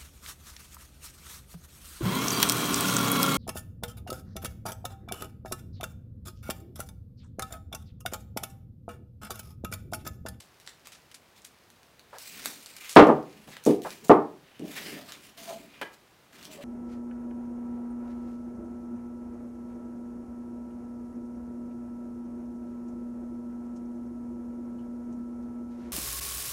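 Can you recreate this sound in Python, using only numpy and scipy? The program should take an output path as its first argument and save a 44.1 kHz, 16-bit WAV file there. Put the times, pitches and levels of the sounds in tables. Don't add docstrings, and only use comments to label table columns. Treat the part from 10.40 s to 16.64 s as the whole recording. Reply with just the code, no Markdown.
import sys
import numpy as np
from scipy import signal
from scipy.fft import rfft, irfft
from scipy.io import wavfile
from scipy.ndimage import uniform_filter1d, map_coordinates

SR = 44100
rng = np.random.default_rng(int(sys.argv[2]) if len(sys.argv) > 2 else 0)


def store_pcm(level_fs):
    pcm = np.round(np.clip(level_fs, -1, 1) * 32767).astype(np.int16)
    wavfile.write(sys.argv[1], SR, np.atleast_2d(pcm).T)


N = 275184


def amp(db):
    return 10 ** (np.asarray(db) / 20)


def unit(x):
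    return x / np.sqrt(np.mean(x ** 2) + 1e-20)


def curve_at(points, hz):
    point_hz, value = np.transpose(points)
    return np.interp(np.log(hz + 1), np.log(point_hz + 1), value)


def add(mix, start_s, sound):
    part = mix[max(round(start_s * SR), 0):][:len(sound)]
    part += sound[:len(part)]


def colour(x, eq, size=4096):
    log_gain = np.log(amp(curve_at(eq, abs(np.fft.fftfreq(size, 1 / SR)))))
    taps = np.fft.ifft(np.exp(signal.hilbert(log_gain).conj())).real
    return signal.fftconvolve(x, taps[:size // 2])[:len(x)]


def soften(x, hz, order=2):
    return signal.lfilter(*signal.butter(order, min(hz, SR / 2 - 1), fs=SR), x)


def hump(x, hz, spread):
    band_hz = [hz / spread, min(hz * spread, 0.45 * SR)]
    return signal.lfilter(*signal.butter(1, band_hz, 'band', fs=SR), x)


def wobble(size):
    knots = np.arange(0, N + size, size)
    return unit(np.interp(np.arange(N), knots, rng.standard_normal(len(knots))))


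def wander(x, patch_db, patch_s=0.09, patch_hz=600):
    hz, t, spectrum = signal.stft(x, SR, nperseg=512)
    grid = np.meshgrid(hz / patch_hz, t / patch_s, indexing='ij')
    patches = unit(map_coordinates(rng.standard_normal(spectrum.shape), grid, order=1, mode='nearest'))
    return signal.istft(spectrum * amp(patch_db * patches), SR, nperseg=512)[1][:len(x)]


def slide_envelope(slides, layer=0, release_db=-14.5):
    t, power = np.arange(N) / SR, np.zeros(N)
    for start_s, rise_s, hold_s, release_s, *levels_db in slides:
        attack = np.clip((t - start_s) / rise_s, 0, 1)
        released = np.clip((t - start_s - rise_s - hold_s) / release_s, 0, 10)
        power += (attack * amp(levels_db[layer] + release_db * released)) ** 2
    return np.sqrt(power)


# frequency in Hz, seconds to fall 60 dB.
ROOM_DECAY = [(70, 0.59), (200, 0.37), (450, 0.36), (1000, 0.34), (2500, 0.29), (6000, 0.24), (15000, 0.24)]


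def reflections(early_s, early_db):
    taps = rng.choice([-1., 1.], SR) * (rng.random(SR) < 0.1)
    hz, t, bands = signal.stft(taps, SR, nperseg=256)
    cluster_db = early_db / (1 + (t / early_s) ** 8)
    decay_db = -60 * t / curve_at(ROOM_DECAY, hz)[:, None]
    tail = signal.istft(bands * amp(cluster_db + decay_db), SR, nperseg=256)[1][:SR]
    spectrum = rfft(tail, 2 * SR)
    band_power = uniform_filter1d(abs(spectrum) ** 2, size=64)
    tail = irfft(spectrum / np.sqrt(band_power + 1e-12))[:SR]
    return tail / np.linalg.norm(tail)


def in_room(x, wet_db):
    return x + amp(wet_db) * signal.fftconvolve(x, reflections(early_s=0.026, early_db=4))[:N]


# frequency in Hz, gain in dB.
AIR_EQ = [(10, -25.5), (30, -15.5), (60, -2), (140, -0.5), (250, -2), (500, -3.5), (1000, -5.5),
          (2000, -8.5), (4000, -12.5), (8000, -19.5), (16000, -22.5)]


def room_tone(level_db=-60.5):
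    return amp(level_db) * unit(colour(rng.standard_normal(N + SR), AIR_EQ)[SR:])


# start in seconds, level in dB,
# seconds to fall 60 dB, centre in Hz.
WRAPPER_CRINKLES = [(.001, -48.5, 0.19, 4500), (0.201, -60.5, 0.27, 5000), (0.2629, -54, 0.16, 3480),
                    (0.453, -51.5, 0.25, 3000), (.52, -48.5, 0.27, 2960), (.714, -51.5, 0.083, 2940),
                    (0.7432, -44.5, 0.11, 4100), (1.046, -44.5, 0.13, 5940), (1.784, -39.5, 0.029, 7500),
                    (2.047, -42, 0.085, 7000), (2.365, -45, 0.13, 5916), (2.4932, -37, 0.42, 5500),
                    (2.556, -34, 0.18, 3857), (2.668, -47, 0.15, 6024), (3.26, -37, 0.27, 6570),
                    (3.683, -42.5, 0.21, 6800), (4.721, -55, .17, 2980), (6.046, -48.5, 0.089, 4500)]


def crinkles(grain_db=3.5, paper_top_hz=12500):
    out, t = np.zeros(N), np.arange(SR // 4) / SR
    for start_s, db, t60, hz in WRAPPER_CRINKLES:
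        grains = rng.standard_normal(len(t)) * amp(grain_db * wobble(size=30)[:len(t)])
        add(out, start_s, amp(db - 60 * t / t60) * unit(hump(grains, hz, spread=2.3)))
    return in_room(soften(out, paper_top_hz), wet_db=-14)


def crease_ticks(rest_db=-46, let_go_s=3.7, spread_db=14, tick_t60=0.0045):
    out, t = np.zeros(N), np.arange(SR // 50) / SR
    crack = rng.standard_normal(len(t)) * amp(-60 * t / tick_t60)
    resting = np.arange(N) < let_go_s * SR
    swish, hiss = (slide_envelope(PAPER_STROKES, layer) for layer in (0, 1))
    crease_force = amp(rest_db) * resting + amp(10) * swish
    fibre_force = amp(5) * (swish + hiss)
    for per_s, force, hz in (40, crease_force, 3800), (70, fibre_force, 10500):
        triggers = (rng.random(N) < per_s / SR) * amp(-spread_db * rng.random(N))
        tick = hump(crack, hz, spread=2)
        out += signal.fftconvolve(triggers * force, tick / abs(tick).max())[:N]
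    return in_room(out, wet_db=-4)


# start in seconds, dry peak in dB, centre in Hz.
PAPER_SNAPS = [(0.2, -40, 4500), (0.2649, -38, 5000), (0.2754, -27.5, 2070), (0.293, -35, 3540),
               (0.4717, -29, 2580), (1.0194, -41.5, 5760), (1.3026, -37, 3210), (1.4316, -42.5, 2850),
               (1.5947, -39.5, 3300), (1.7848, -30.5, 6500), (2.0506, -26, 4800), (2.0581, -15, 3980),
               (2.2605, -29, 4394), (2.495, -30, 5260), (3.168, -31, 2300), (3.239, -29.5, 6300),
               (3.252, -25, 6460), (3.265, -25, 5220), (3.4196, -33.5, 4686), (3.5057, -26.5, 4450),
               (4.1951, -34.5, 3380), (4.7217, -26.5, 2970), (5.0784, -37, 3490), (5.415, -33, 8000),
               (6.0286, -34.5, 3200), (6.0531, -27, 3180)]


def snaps(tear_t60=0.0045, tear_gain=0.71):
    out, t = np.zeros(N), np.arange(SR // 20) / SR
    for start_s, db, hz in PAPER_SNAPS:
        crack = tear_gain * rng.standard_normal(len(t)) * amp(-60 * t / tear_t60)
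        crack[0] = 1
        snap = hump(crack, hz, spread=1.7)
        add(out, start_s, amp(db) * snap / abs(snap).max())
    return in_room(out, wet_db=-2)


# start, rise, hold and release in seconds,
# then relative levels of swish and hiss in dB.
PAPER_STROKES = [(.94, 0.034, 0.016, 0.025, -59, -61), (1.67, 0.094, .01, .04, -58, -59),
                 (1.783, 0.013, 0.31, 0.25, -52.5, -45.5), (1.86, 0.17, 0.029, 0.044, -46, -62),
                 (2.23, 0.058, 0.1, 0.065, -52.5, -56), (2.4, 0.012, 0.036, 0.24, -46.5, -46),
                 (2.845, 0.023, 0.19, .05, -62.5, -65.5), (3.07, 0.009, .04, 0.095, -54, -54),
                 (3.11, 0.017, .03, .03, -51, -68), (3.215, 0.075, 0.019, 0.061, -45.5, -50),
                 (3.413, 0.026, 0.085, .12, -49.5, -49.5), (3.638, .008, 0.025, .03, -55, -49),
                 (4.02, .05, 0.2, .08, -59, -83), (4.22, 0.098, 0.15, 0.3, -47.5, -46),
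                 (4.35, 0.018, .015, 0.057, -38.5, -41), (4.44, 0.023, 0.048, 0.13, -42.5, -47.5),
                 (4.66, 0.027, 0.068, 0.031, -49, -56), (4.79, 0.045, 0.017, 0.095, -52.5, -53.5),
                 (4.965, 0.017, 0.13, 0.15, -47.5, -48), (5.27, 0.074, 0.076, 0.069, -55.5, -73),
                 (5.51, .02, .015, .03, -66, -59), (5.922, 0.0093, 0.13, 0.087, -53, -58.5),
                 (6.1, 0.019, 0.015, 0.064, -50, -48), (6.2, 0.029, .02, .05, -47, -53)]
# frequency in Hz, gain in dB.
SWISH_EQ = [(150, -11), (500, -5.5), (1000, -3.5), (2400, 3.5), (4000, -2.5), (7000, -19), (16000, -22.5)]
HISS_EQ = [(1500, -22), (4000, -1.5), (6500, -1), (10000, -5), (15500, -7)]


def rustle(trim_db=-2, grain_db=2, clump_db=1.72):
    out = np.zeros(N)
    catches = amp(grain_db * wobble(size=24) + clump_db * wobble(size=400))
    for layer, eq in enumerate((SWISH_EQ, HISS_EQ)):
        friction = colour(catches * rng.standard_normal(N), eq)
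        out += unit(wander(friction, patch_db=2)) * slide_envelope(PAPER_STROKES, layer)
    return in_room(amp(trim_db) * out, wet_db=-13)


# start in seconds, relative level in dB,
# contact cutoff in Hz, chatter length in seconds.
TUBE_CLACKS = [(1.73, -33.5, 1210, 0.055), (2.060, -33, 4000, 0.0057), (3.079, -39.5, 997, .02),
               (3.167, -36.5, 2010, 0.0044), (3.449, -22, 930, 0.037), (5.414, -23, 3220, 0.0085),
               (5.423, -23.5, 2620, 0.011)]
# frequency in Hz, undamped bandwidth in Hz, relative level in dB.
TUBE_MODES = [(997, 110, -13), (1364, 74, -13), (1670, 37, -5.5), (2020, 85, -10), (2433, 50, -9),
              (3070, 24, -9), (3333, 39, -11)]
# frequency in Hz, gain in dB.
CARDBOARD_EQ = [(60, -37), (250, -20.5), (500, -0.5), (800, -2), (1800, -4.5), (3000, -4.5), (6000, 0),
                (15000, 13.5)]


def clacks(trim_db=-10, modes_db=-28, direct=0.29, grip_hz=45):
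    out, t = np.zeros(N), np.arange(SR) / SR
    modes = sum(amp(db) * np.exp(-np.pi * (width_hz + grip_hz) * t) * np.cos(2 * np.pi * hz * t)
                for hz, width_hz, db in TUBE_MODES)
    body = amp(modes_db) * modes + colour(signal.unit_impulse(SR), CARDBOARD_EQ)
    for start_s, db, cutoff_hz, chatter_s in TUBE_CLACKS:
        paths = reflections(early_s=chatter_s, early_db=12.5)
        paths[0] += direct
        clack = soften(signal.fftconvolve(paths, body)[:SR], cutoff_hz, order=3)
        loudest_rms = np.sqrt(uniform_filter1d(clack ** 2, 220, mode='constant').max())
        add(out, start_s, amp(db + trim_db) * clack / loudest_rms)
    return out


# start, rise, hold and release in seconds,
# relative level in dB.
WOOD_DRAGS = [(1.85, .06, 0.27, .08, -60.5), (2.04, 0.027, 0.033, .02, -53), (2.92, .02, .1, 0.097, -59.5),
              (3.068, 0.0061, 0.017, 0.055, -50.5), (3.48, 0.019, 0.021, 0.057, -48),
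              (3.615, 0.018, 0.034, 0.036, -49.5), (4.23, 0.016, 0.015, .05, -42),
              (4.36, 0.041, 0.15, 0.15, -46), (4.64, .03, 0.25, .1, -63), (4.97, .02, 0.16, 0.23, -55),
              (5.33, .03, .05, .04, -59), (5.925, 0.011, .3, .05, -55)]
# frequency in Hz, gain in dB.
DRAG_EQ = [(30, -34), (70, -13), (110, -16.5), (160, -4), (240, 1), (330, -1), (450, -5.5), (700, -11.5),
           (1200, -22), (3000, -47.5)]


def drags(trim_db=-2, slips_per_s=900):
    slips = rng.standard_normal(N) * (rng.random(N) < slips_per_s / SR)
    rumble = wander(colour(slips, DRAG_EQ), patch_db=3.5, patch_s=0.15, patch_hz=89)
    return amp(trim_db) * unit(rumble) * slide_envelope(WOOD_DRAGS)


# start in seconds,
# relative force in dB, contact cutoff in Hz.
TABLE_BUMPS = [(2.5626, 5, 1690), (2.569, -1, 2570), (2.589, -2.5, 1210), (2.613, -9.5, 1500),
               (2.668, -8.5, 805), (2.690, -6.5, 1068), (3.2643, -4.5, 483), (3.295, -10, 460),
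               (3.6959, -1.5, 1200), (3.706, -5.5, 1233), (4.196, -24, 270), (4.212, -19.5, 273),
               (4.527, -28.5, 320), (5.414, -34, 768), (5.937, -42.5, 272)]
# frequency in Hz, relative level in dB.
TABLE_MODES = [(231.5, -33), (301.5, -27.5), (419.9, -31), (446.8, -34), (484.5, -34), (602.9, -35.5),
               (640.6, -33.5), (710.6, -32), (796.7, -36), (877.5, -35), (920.5, -38.5), (1023, -43.5),
               (1077, -39), (1174, -36), (1206, -32), (1254, -45.5), (1340, -52), (1497, -48.5),
               (1620, -51), (1793, -49.5), (1927, -59), (2099, -58.5), (2342, -57), (2439, -61)]
# frequency in Hz, gain in dB.
THUD_EQ = [(25, -56), (50, -41.5), (75, -22), (105, -22.5), (150, -4.5), (200, -4.5), (300, 2.5),
           (450, 3.5), (560, -2), (900, -2), (1200, -4), (1550, -9.5), (3000, -12.5), (6000, -10.5),
           (16000, -23.5)]


def bumps(modes_db=14, thud_db=36, direct=0.39, low_cut_hz=55):
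    out, t = np.zeros(N), np.arange(SR) / SR
    hz, db = np.transpose(TABLE_MODES)[:, :, None]
    t60 = 0.84 * curve_at(ROOM_DECAY, hz)
    sign = (-1) ** np.arange(len(hz))[:, None]
    modes = (sign * amp(db - 60 * t / t60) * np.sin(2 * np.pi * hz * t)).sum(0)
    for start_s, force_db, cutoff_hz in TABLE_BUMPS:
        paths = reflections(early_s=0.039, early_db=6.5)
        paths[0] -= direct
        ring = amp(modes_db) * modes + amp(thud_db) * colour(paths, THUD_EQ)
        add(out, start_s, amp(force_db) * soften(ring, cutoff_hz, order=3))
    return signal.lfilter(*signal.butter(2, low_cut_hz, 'high', fs=SR), out)


# start in seconds, length in seconds, level in dB, pitch in Hz.
TUBE_JUDDERS = [(4.555, 0.061, -51.5, 609), (4.966, 0.081, -56.5, 671), (5.071, 0.05, -38, 678),
                (6.062, 0.123, -55.5, 614), (6.169, 0.059, -46.5, 564)]


def judders(jitter=0.061, octave_db=-17, grip_db=4):
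    out = np.zeros(N)
    for start_s, length_s, db, hz in TUBE_JUDDERS:
        count = round(length_s * SR)
        slip_hz = hz * (1 + jitter * wobble(size=70)[:count])
        phase = 2 * np.pi * np.cumsum(slip_hz) / SR
        grip = amp(grip_db * wobble(size=70)[:count])
        groan = grip * (np.sin(phase) + amp(octave_db) * np.sin(2 * phase))
        add(out, start_s, amp(db) * unit(groan) * signal.windows.tukey(count, 0.5))
    return out


def scene():
    air = room_tone()
    paper = crinkles() + crease_ticks() + snaps() + rustle()
    knocks = clacks() + bumps()
    slides = in_room(drags() + judders(), wet_db=-0.5)
    return (air + paper + knocks + slides)[None]


def record(dry, ceiling=0.81, top_hz=15900):
    clipped = dry / (1 + (dry / ceiling) ** 12) ** (1 / 12)
    low_pass = signal.firwin(511, top_hz, window=("kaiser", 9), fs=SR)
    return signal.oaconvolve(clipped, low_pass[None], "same")


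dry = scene()
out = record(dry)
store_pcm(out)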